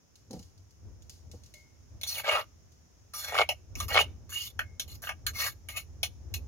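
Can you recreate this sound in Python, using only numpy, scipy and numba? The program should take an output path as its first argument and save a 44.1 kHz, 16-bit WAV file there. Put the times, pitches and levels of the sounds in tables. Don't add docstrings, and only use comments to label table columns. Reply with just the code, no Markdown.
import sys
import numpy as np
from scipy import signal
from scipy.fft import rfft, irfft, next_fast_len
from scipy.io import wavfile
from scipy.ndimage import uniform_filter1d
from numba import njit

SR = 44100
rng = np.random.default_rng(int(sys.argv[2]) if len(sys.argv) > 2 else 0)


def waveform_to_disk(signal):
    frames = np.transpose(np.atleast_2d(signal))
    scaled = np.clip(frames, -1, 1) * 32767
    samples = np.round(scaled).astype(np.int16)
    wavfile.write(sys.argv[1], SR, samples)


def convert_level_to_amplitude(level_db):
    exponent = np.asarray(level_db, float) / 20
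    return 10 ** exponent


N = 285679
T = np.arange(N) / SR

# f/Hz, level/dB
AIR_SPECTRUM = [(170, -5.5), (818, -18.5), (4460, -28.5), (5300, -16.5), (6900, -17), (7400, -33),
                (15000, -34)]
# t/s, level/dB
RUMBLE_LEVEL = [(0.0, -71), (0.36, -52.5), (0.76, -62), (0.88, -47), (0.99, -54.5), (1.89, -59),
                (1.95, -47.5), (2.83, -61.5), (3.51, -47), (3.66, -57.5), (3.78, -42.5), (4.15, -49.5),
                (5.35, -45), (6.47, -49)]
# f/Hz, width/Hz, relative level/dB
RUMBLE_MODES = [(65, 31, -0.5), (81.6, 31.8, 7.5), (148.7, 220, -14)]
# t/s, peak level/dB
WET_TICKS = [(0.156, -43), (0.309, -35), (0.3315, -33.5), (0.393, -35), (0.428, -41), (0.578, -48),
             (0.708, -46.5), (1.022, -43.5), (1.096, -31), (1.315, -34.5), (1.436, -40), (1.4612, -40.5),
             (1.5392, -36), (2.72, -48)]
# t/s, level/dB
FOOD_PLOPS = [(0.305, -43.5), (0.3311, -40.5), (0.3611, -45.5), (0.394, -52.5), (1.335, -50.5)]
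# t/s, level/dB
TRAY_JOLTS = [(1.54, -59), (4.592, -57.5)]
# f/Hz, relative level/dB, time to fall by 60 dB/s
TRAY_MODES = [(598, -3, .35), (2116, 0, .5), (2180, -1, .5)]
# f/Hz, width/Hz, relative level/dB
BOWL_MODES = [(623, 154, 1.5), (753, 194, -2)]
# f/Hz, width/Hz, relative level/dB
WALL_MODES = [(1180, 130, -1.5), (1220, 51, 5.5), (1600, 156, 1), (1903, 48, -0.5), (2241, 120, 6),
              (2577, 99, 3.5), (2836, 230, 2.5), (3100, 440, -1)]
# f/Hz, width/Hz, relative level/dB
EDGE_MODES = [(3562, 330, 3.5), (4198, 228, 6), (5040, 300, 1), (5770, 430, 4.5), (6735, 640, 3.5),
              (9090, 340, -2), (10430, 420, 4), (12550, 2600, 0.5), (13900, 2700, -5.5)]
# t/s, f/Hz, level/dB
SQUEAL_PATH = [(4.32, 2800, -55), (4.36, 2860, -40), (4.46, 3000, -45)]
# t/s, wall level/dB, edge level/dB, bowl level/dB, loudest ring f/Hz
SPOON_KNOCKS = [(2.012, -52.5, -42.5, -62, 5500), (2.0323, -45.5, -31, -54, 3600),
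                (3.135, -48.5, -50, -62, 1220), (3.489, -28.5, -32, -32, 2800),
                (3.753, -44, -41, -61.5, 5800), (3.801, -33.5, -31.5, -52, 1220),
                (4.5907, -27, -40, -45.5, 1600), (4.796, -38.5, -30, -53.5, 6160),
                (5.0698, -36.5, -55, -52, 1516), (5.09, -32, -42, -43, 1680),
                (5.265, -34, -26.5, -62, 1677), (5.6859, -41, -40.5, -57.5, 2360),
                (6.0299, -29.5, -26.5, -39.5, 3090), (6.339, -39, -32.5, -55.5, 2530)]
# t/s, peak level/dB
HARD_JERKS = [(3.323, -25.5), (3.330, -26), (3.344, -20.5), (3.353, -17), (3.365, -18), (3.379, -14.5),
              (3.387, -7), (3.395, -9), (3.407, -11), (3.415, -6.5), (3.424, -17.5), (3.945, -13),
              (3.955, -9), (3.963, -7), (3.972, -5), (3.977, -4), (3.990, -9), (4.006, -18), (4.011, -18.5)]
# t/s, sliding speed as hiss level/dB, pressure/0-1
STROKE_POINTS = [
    [(2.064, -47, 0.45), (2.075, -32, 0.03), (2.12, -36.5, 0.22), (2.2, -38.5, 0.43)],
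    [(2.235, -53, 0.51), (2.26, -47, 0.67), (2.285, -41.5, 0.7), (2.33, -40, 0.62), (2.37, -43.5, 0.71),
     (2.405, -47, 0.63)],
    [(3.136, -41, 0.25), (3.2, -36.5, 0.18), (3.33, -45.5, 0.5), (3.39, -40, 0.58), (3.425, -48, 0.75)],
    [(3.77, -50, 0.2), (3.84, -44, 0.31)],
    [(3.882, -34.5, 0.22), (3.92, -44, 0.66), (3.94, -32, 0.34), (3.975, -48, 0.77), (4.01, -28.5, 0.44),
     (4.035, -51.5, 0.65)],
    [(4.293, -47.5, 0.3), (4.35, -39.5, 0.26), (4.48, -42.5, 0.19)],
    [(4.878, -51.5, 0.22), (4.95, -50, 0.19)],
    [(5.02, -47, 0.18), (5.04, -44, 0.45), (5.09, -50.5, 0.32)],
    [(5.335, -51.5, 0.36), (5.4, -31, 0.33), (5.47, -34, 0.43), (5.5, -42.5, 0.33)],
    [(5.7, -48.5, 0.25), (5.75, -56.5, 0.51), (5.77, -34.5, 0.42), (5.82, -56.5, 0.37)],
]
# loudest ring at start f/Hz, at end f/Hz, judder share/0-1, boom over ring at no pressure/dB
STROKE_KINDS = [(6580, 1460, 0, -19), (1600, 1150, 0.2, -14.5), (1220, 2330, 0.01, -16.5),
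                (1220, 970, 0.4, -35), (1065, 3360, 0.15, -16), (1220, 3600, 0.3, -30),
                (2850, 4900, 0.23, -16), (1559, 1600, 0.6, -17), (2320, 1500, 0.3, -24),
                (2370, 2400, 0.12, -24)]

AIR_DB = -69.5
TRAY_BLUR = 0.021
FAVOUR_DB, FAVOUR_WIDTH = 11, .06
DRIFT = .03
SKIRT = 1.8
SQUEAL_WIDTH_HZ = 84
KNOCK_FALL_DB = 8
JERK_RING_HZ = 2270
JERK_WIDTH_HZ = 257
JERK_TILT = 0.57
ECHO_S, ECHO_DB = 0.002666, -11
JUDDER_HZ = 111.3
LIFT_S, LIFT_DB = 0.039, -25
LIGHT_RING_DB, PRESS_RING_DB = -23, 54
PRESS_BOOM_DB, BOOM_FULL = 26.5, 0.42
LEAD_S = 0.00012
ROOM_T60_S, ROOM_DB, ROOM_LOW_HZ = 0.028, -0.5, 1550
LATE_T60_S, LATE_DB = 0.3, -37
DIP_HZ, DIP_WIDTH_HZ = 8240, 1480
MONO_HZ, TOP_HZ = 7190, 15800


def level(x):
    return x / np.sqrt(np.mean(x ** 2))


def even(x):
    return x / np.sqrt(uniform_filter1d(x ** 2, size=2600) + 1e-3 * np.mean(x ** 2))


def walk(rate):
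    k = int(SR / rate)
    steps = np.repeat(rng.standard_normal(N // k + 1), k)
    return 0.96 * uniform_filter1d(uniform_filter1d(steps, k), k)[:N]


def add(out, s, x):
    i = int(s * SR)
    out[i:i + len(x)] += x[:N - i]


def band(x, hz, width):
    return signal.lfilter(*signal.iirpeak(hz, hz / width, SR), x)


def body(x, modes):
    return sum(convert_level_to_amplitude(db) * band(band(x, hz, w), hz, w) for hz, w, db in modes)


@njit
def slide(x, hz, width):
    y, b, l = np.empty(len(x)), 0., 0.
    for i in range(len(x)):
        g, k = np.tan(np.pi * hz[i] / SR), width / hz[i]
        v = (b + g * (x[i] - l)) / (1 + g * (g + k))
        b, l, y[i] = 2 * v - b, l + 2 * g * v, k * v
    return y


def favour_db(hz, loud_hz):
    return FAVOUR_DB * np.exp(-((hz - loud_hz) / (FAVOUR_WIDTH * hz)) ** 2)


def ring(x, modes, wander_db, loud_hz=1e5, damp=1, fall_db=0):
    out = 0
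    for hz, w, db in modes:
        far_db = fall_db * np.abs(np.log2(hz / loud_hz))
        drive_db = db + wander_db * walk(20) + favour_db(hz, loud_hz) - far_db
        drive = 1e-18 + x * convert_level_to_amplitude(drive_db)
        centre = hz * (1 + DRIFT * min(w / 200, 1) * walk(12))
        narrow = slide(drive, centre, 1. * damp * w)
        out = out + slide(narrow, centre, SKIRT * damp * w)
    return out


def air():
    hz, db = np.transpose(AIR_SPECTRUM)
    f = np.fft.rfftfreq(N, 1 / SR)
    shape = convert_level_to_amplitude(np.interp(np.log(f + 1), np.log(hz), db)) * (f > 120)
    mid, side = (level(irfft(rfft(rng.standard_normal(N)) * shape, N)) for _ in range(2))
    swell_db = 1.0 * walk(0.63) + 0.34 * T
    return convert_level_to_amplitude(AIR_DB + swell_db) * (mid + 1.29 * side * np.array([[1], [-1]]))


def rumble():
    mid, side = (level(ring(rng.standard_normal(N), RUMBLE_MODES, 0.67)) for _ in range(2))
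    gust_db = 4.0 * walk(9)
    loudness = convert_level_to_amplitude(np.interp(T, *np.transpose(RUMBLE_LEVEL)) + gust_db)
    return loudness * (mid + 0.64 * side * np.array([[1], [-1]]))


def drops():
    out, t = np.zeros(N), T[:int(.4 * SR)]
    for s, db in WET_TICKS:
        wet = rng.standard_normal(len(t)) * (np.exp(-t / 0.0013) + 0.13 * np.exp(-t / 0.06))
        tick = body(wet, ((5800, 5400, 2.0), (10350, 8000, -10.5)))
        add(out, s, convert_level_to_amplitude(db) * tick / np.abs(tick).max())
    for s, db in FOOD_PLOPS:
        wet = rng.standard_normal(len(t)) * np.exp(-t / 0.017)
        thud = body(wet, ((208, 150, 2.5), (476, 110, -3.0), (756, 50, -9)))
        add(out, s, convert_level_to_amplitude(db) * thud / np.sqrt(np.mean(thud[:900] ** 2)))
    for s, db in TRAY_JOLTS:
        for hz, mode_db, t60 in TRAY_MODES:
            flutter = TRAY_BLUR * np.cumsum(rng.standard_normal(len(t)))
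            tone = np.sin(2 * np.pi * hz * t + flutter) * 1000 ** (-t / t60)
            add(out, s, convert_level_to_amplitude(db) * convert_level_to_amplitude(mode_db) * tone)
    return out


def squeal():
    lift = np.add(SQUEAL_PATH[-1], (LIFT_S, 0, LIFT_DB))
    s, hz, db = np.transpose(SQUEAL_PATH + [lift])
    tone = even(slide(rng.standard_normal(N), np.interp(T, s, hz), 1. * SQUEAL_WIDTH_HZ))
    on = (T > s[0]) & (T < s[-1])
    return convert_level_to_amplitude(np.interp(T, s, db) + 3.4 * walk(40)) * tone * on


def knocks():
    out, t = np.zeros(N), T[:int(.15 * SR)]
    for s, wall_db, edge_db, bowl_db, loud_hz in SPOON_KNOCKS:
        blow, skid = np.exp(-t / 0.00087), 0.039 * np.exp(-(t / 0.03) ** 2)
        push = rng.standard_normal(len(t)) * (blow + skid) * np.minimum(t / 0.0019, 1)
        parts = ((wall_db, WALL_MODES, KNOCK_FALL_DB), (edge_db, EDGE_MODES, 0), (bowl_db, BOWL_MODES, 0))
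        for db, modes, fall_db in parts:
            x = 0
            for k, (hz, w, mode_db) in enumerate(modes):
                chance_db = 2.5 * rng.standard_normal()
                far_db = fall_db * abs(np.log2(hz / loud_hz))
                gain = convert_level_to_amplitude(mode_db + chance_db + favour_db(hz, loud_hz) - far_db)
                x = x + (-1) ** k * gain * band(band(push, hz, w), hz, 4 * w)
            add(out, s, convert_level_to_amplitude(db) * x / np.sqrt(np.mean(x[:400] ** 2)))
    return out


def judder():
    out, modes = np.zeros(N), np.array(BOWL_MODES + WALL_MODES)
    kick = np.zeros(int(.04 * SR))
    kick[[0, int(ECHO_S * SR)]] = 1, convert_level_to_amplitude(ECHO_DB)
    for s, db in HARD_JERKS:
        x = 0
        for hz, w, mode_db in modes:
            chance_db = 6.3 * rng.standard_normal()
            tilt_db = JERK_TILT * (db - 2.5) * np.log2(hz / 900)
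            gain = convert_level_to_amplitude(mode_db + favour_db(hz, JERK_RING_HZ) / 2 + chance_db + tilt_db)
            x = x + gain * band(band(kick, hz, max(w, JERK_WIDTH_HZ)), hz, hz)
        add(out, s, -convert_level_to_amplitude(db) * x / np.abs(x).max())
    return out


def strokes():
    grain_db = 3.27 * rng.exponential(size=N) + 1.62 * walk(150) + 2.1 * walk(40)
    grit = level(rng.standard_normal(N) * convert_level_to_amplitude(grain_db))
    slips, fade, loud_hz, share, hiss_db, press, depth_db = np.zeros((7, N))
    loud_hz += 1000
    for rows, (from_hz, to_hz, judder_share, deep_db) in zip(STROKE_POINTS, STROKE_KINDS):
        lift = np.add(rows[-1], (LIFT_S, LIFT_DB, 0))
        s, db, p = np.transpose(rows + [lift])
        on = (T >= s[0]) & (T < s[-1])
        hiss_db[on] = np.interp(T[on], s, db)
        press[on] = np.interp(T[on], s, p)
        loud_hz[on] = np.interp(T[on], s[[0, -2]], [from_hz, to_hz])
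        fade[on], share[on], depth_db[on], slips[on] = 1, judder_share, deep_db, 0
        chance = rng.standard_normal((40, 2))
        gap = np.exp(.15 * chance[:, 0]) / JUDDER_HZ
        slip_s = s[0] + np.cumsum(gap) - gap[0]
        inside = slip_s < s[-1]
        slips[(slip_s[inside] * SR).astype(int)] = convert_level_to_amplitude(2.0 * chance[inside, 1])
    ring_db = hiss_db + LIGHT_RING_DB + PRESS_RING_DB * press
    boom_db = ring_db + depth_db + PRESS_BOOM_DB * np.minimum(press, BOOM_FULL)
    slip_tail = signal.lfilter([1], [1, -np.exp(-1 / (.001 * SR))], slips)
    jerks = slips + .15 * grit * slip_tail
    out = 0
    parts = ((hiss_db, EDGE_MODES, .2, 0), (ring_db, WALL_MODES, 1, KNOCK_FALL_DB / 2), (boom_db, BOWL_MODES, 1, 0))
    for db, modes, reach, fall_db in parts:
        rasp = even(ring(grit, modes, 4.0, loud_hz, fall_db=fall_db))
        jerk = even(ring(jerks, modes, 1.2, loud_hz, damp=4.2))
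        mix = np.sqrt(1 - reach * share) * rasp + np.sqrt(reach * share) * jerk
        out = out + convert_level_to_amplitude(db) * fade * mix
    return out


def scene():
    no_bass = signal.butter(4, 460, "high", fs=SR, output="sos")
    mortar = signal.sosfilt(no_bass, strokes() + judder() + knocks() + squeal())
    size = next_fast_len(N + SR)
    f, t = np.fft.rfftfreq(size, 1 / SR), T[:SR // 2]
    decay = 1000 ** (-t / ROOM_T60_S) + convert_level_to_amplitude(LATE_DB) * 1000 ** (-t / LATE_T60_S)
    tails = rng.standard_normal((2, len(t))) * decay * (t > .002)
    tails = convert_level_to_amplitude(ROOM_DB) * tails / np.sqrt(np.sum(tails ** 2, axis=1, keepdims=True))
    direct = np.exp(np.outer([1, -1], 1j * np.pi * f * LEAD_S))
    path = direct + rfft(tails, size) * f / np.hypot(f, ROOM_LOW_HZ)
    dip = 1 - 0.69 * np.exp(-((f - DIP_HZ) / DIP_WIDTH_HZ) ** 2)
    near = irfft(rfft(mortar + drops(), size) * path * dip, size)[:, :N]
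    return near + rumble() + air()


def band_limit(x):
    return signal.sosfilt(signal.butter(12, 16830, fs=SR, output="sos"), x)


def record(dry):
    mid, side = (dry[0] + dry[1]) / 2, (dry[0] - dry[1]) / 2
    lower = signal.sosfiltfilt(signal.butter(6, MONO_HZ, fs=SR, output="sos"), side)
    side = 0.82 * lower + 0.27 * (side - lower)
    top_cut = signal.ellip(8, .2, 60, TOP_HZ, fs=SR, output="sos")
    out = signal.sosfilt(top_cut, [mid + side, mid - side])
    return band_limit(out)


dry = scene()
out = record(dry)
waveform_to_disk(out)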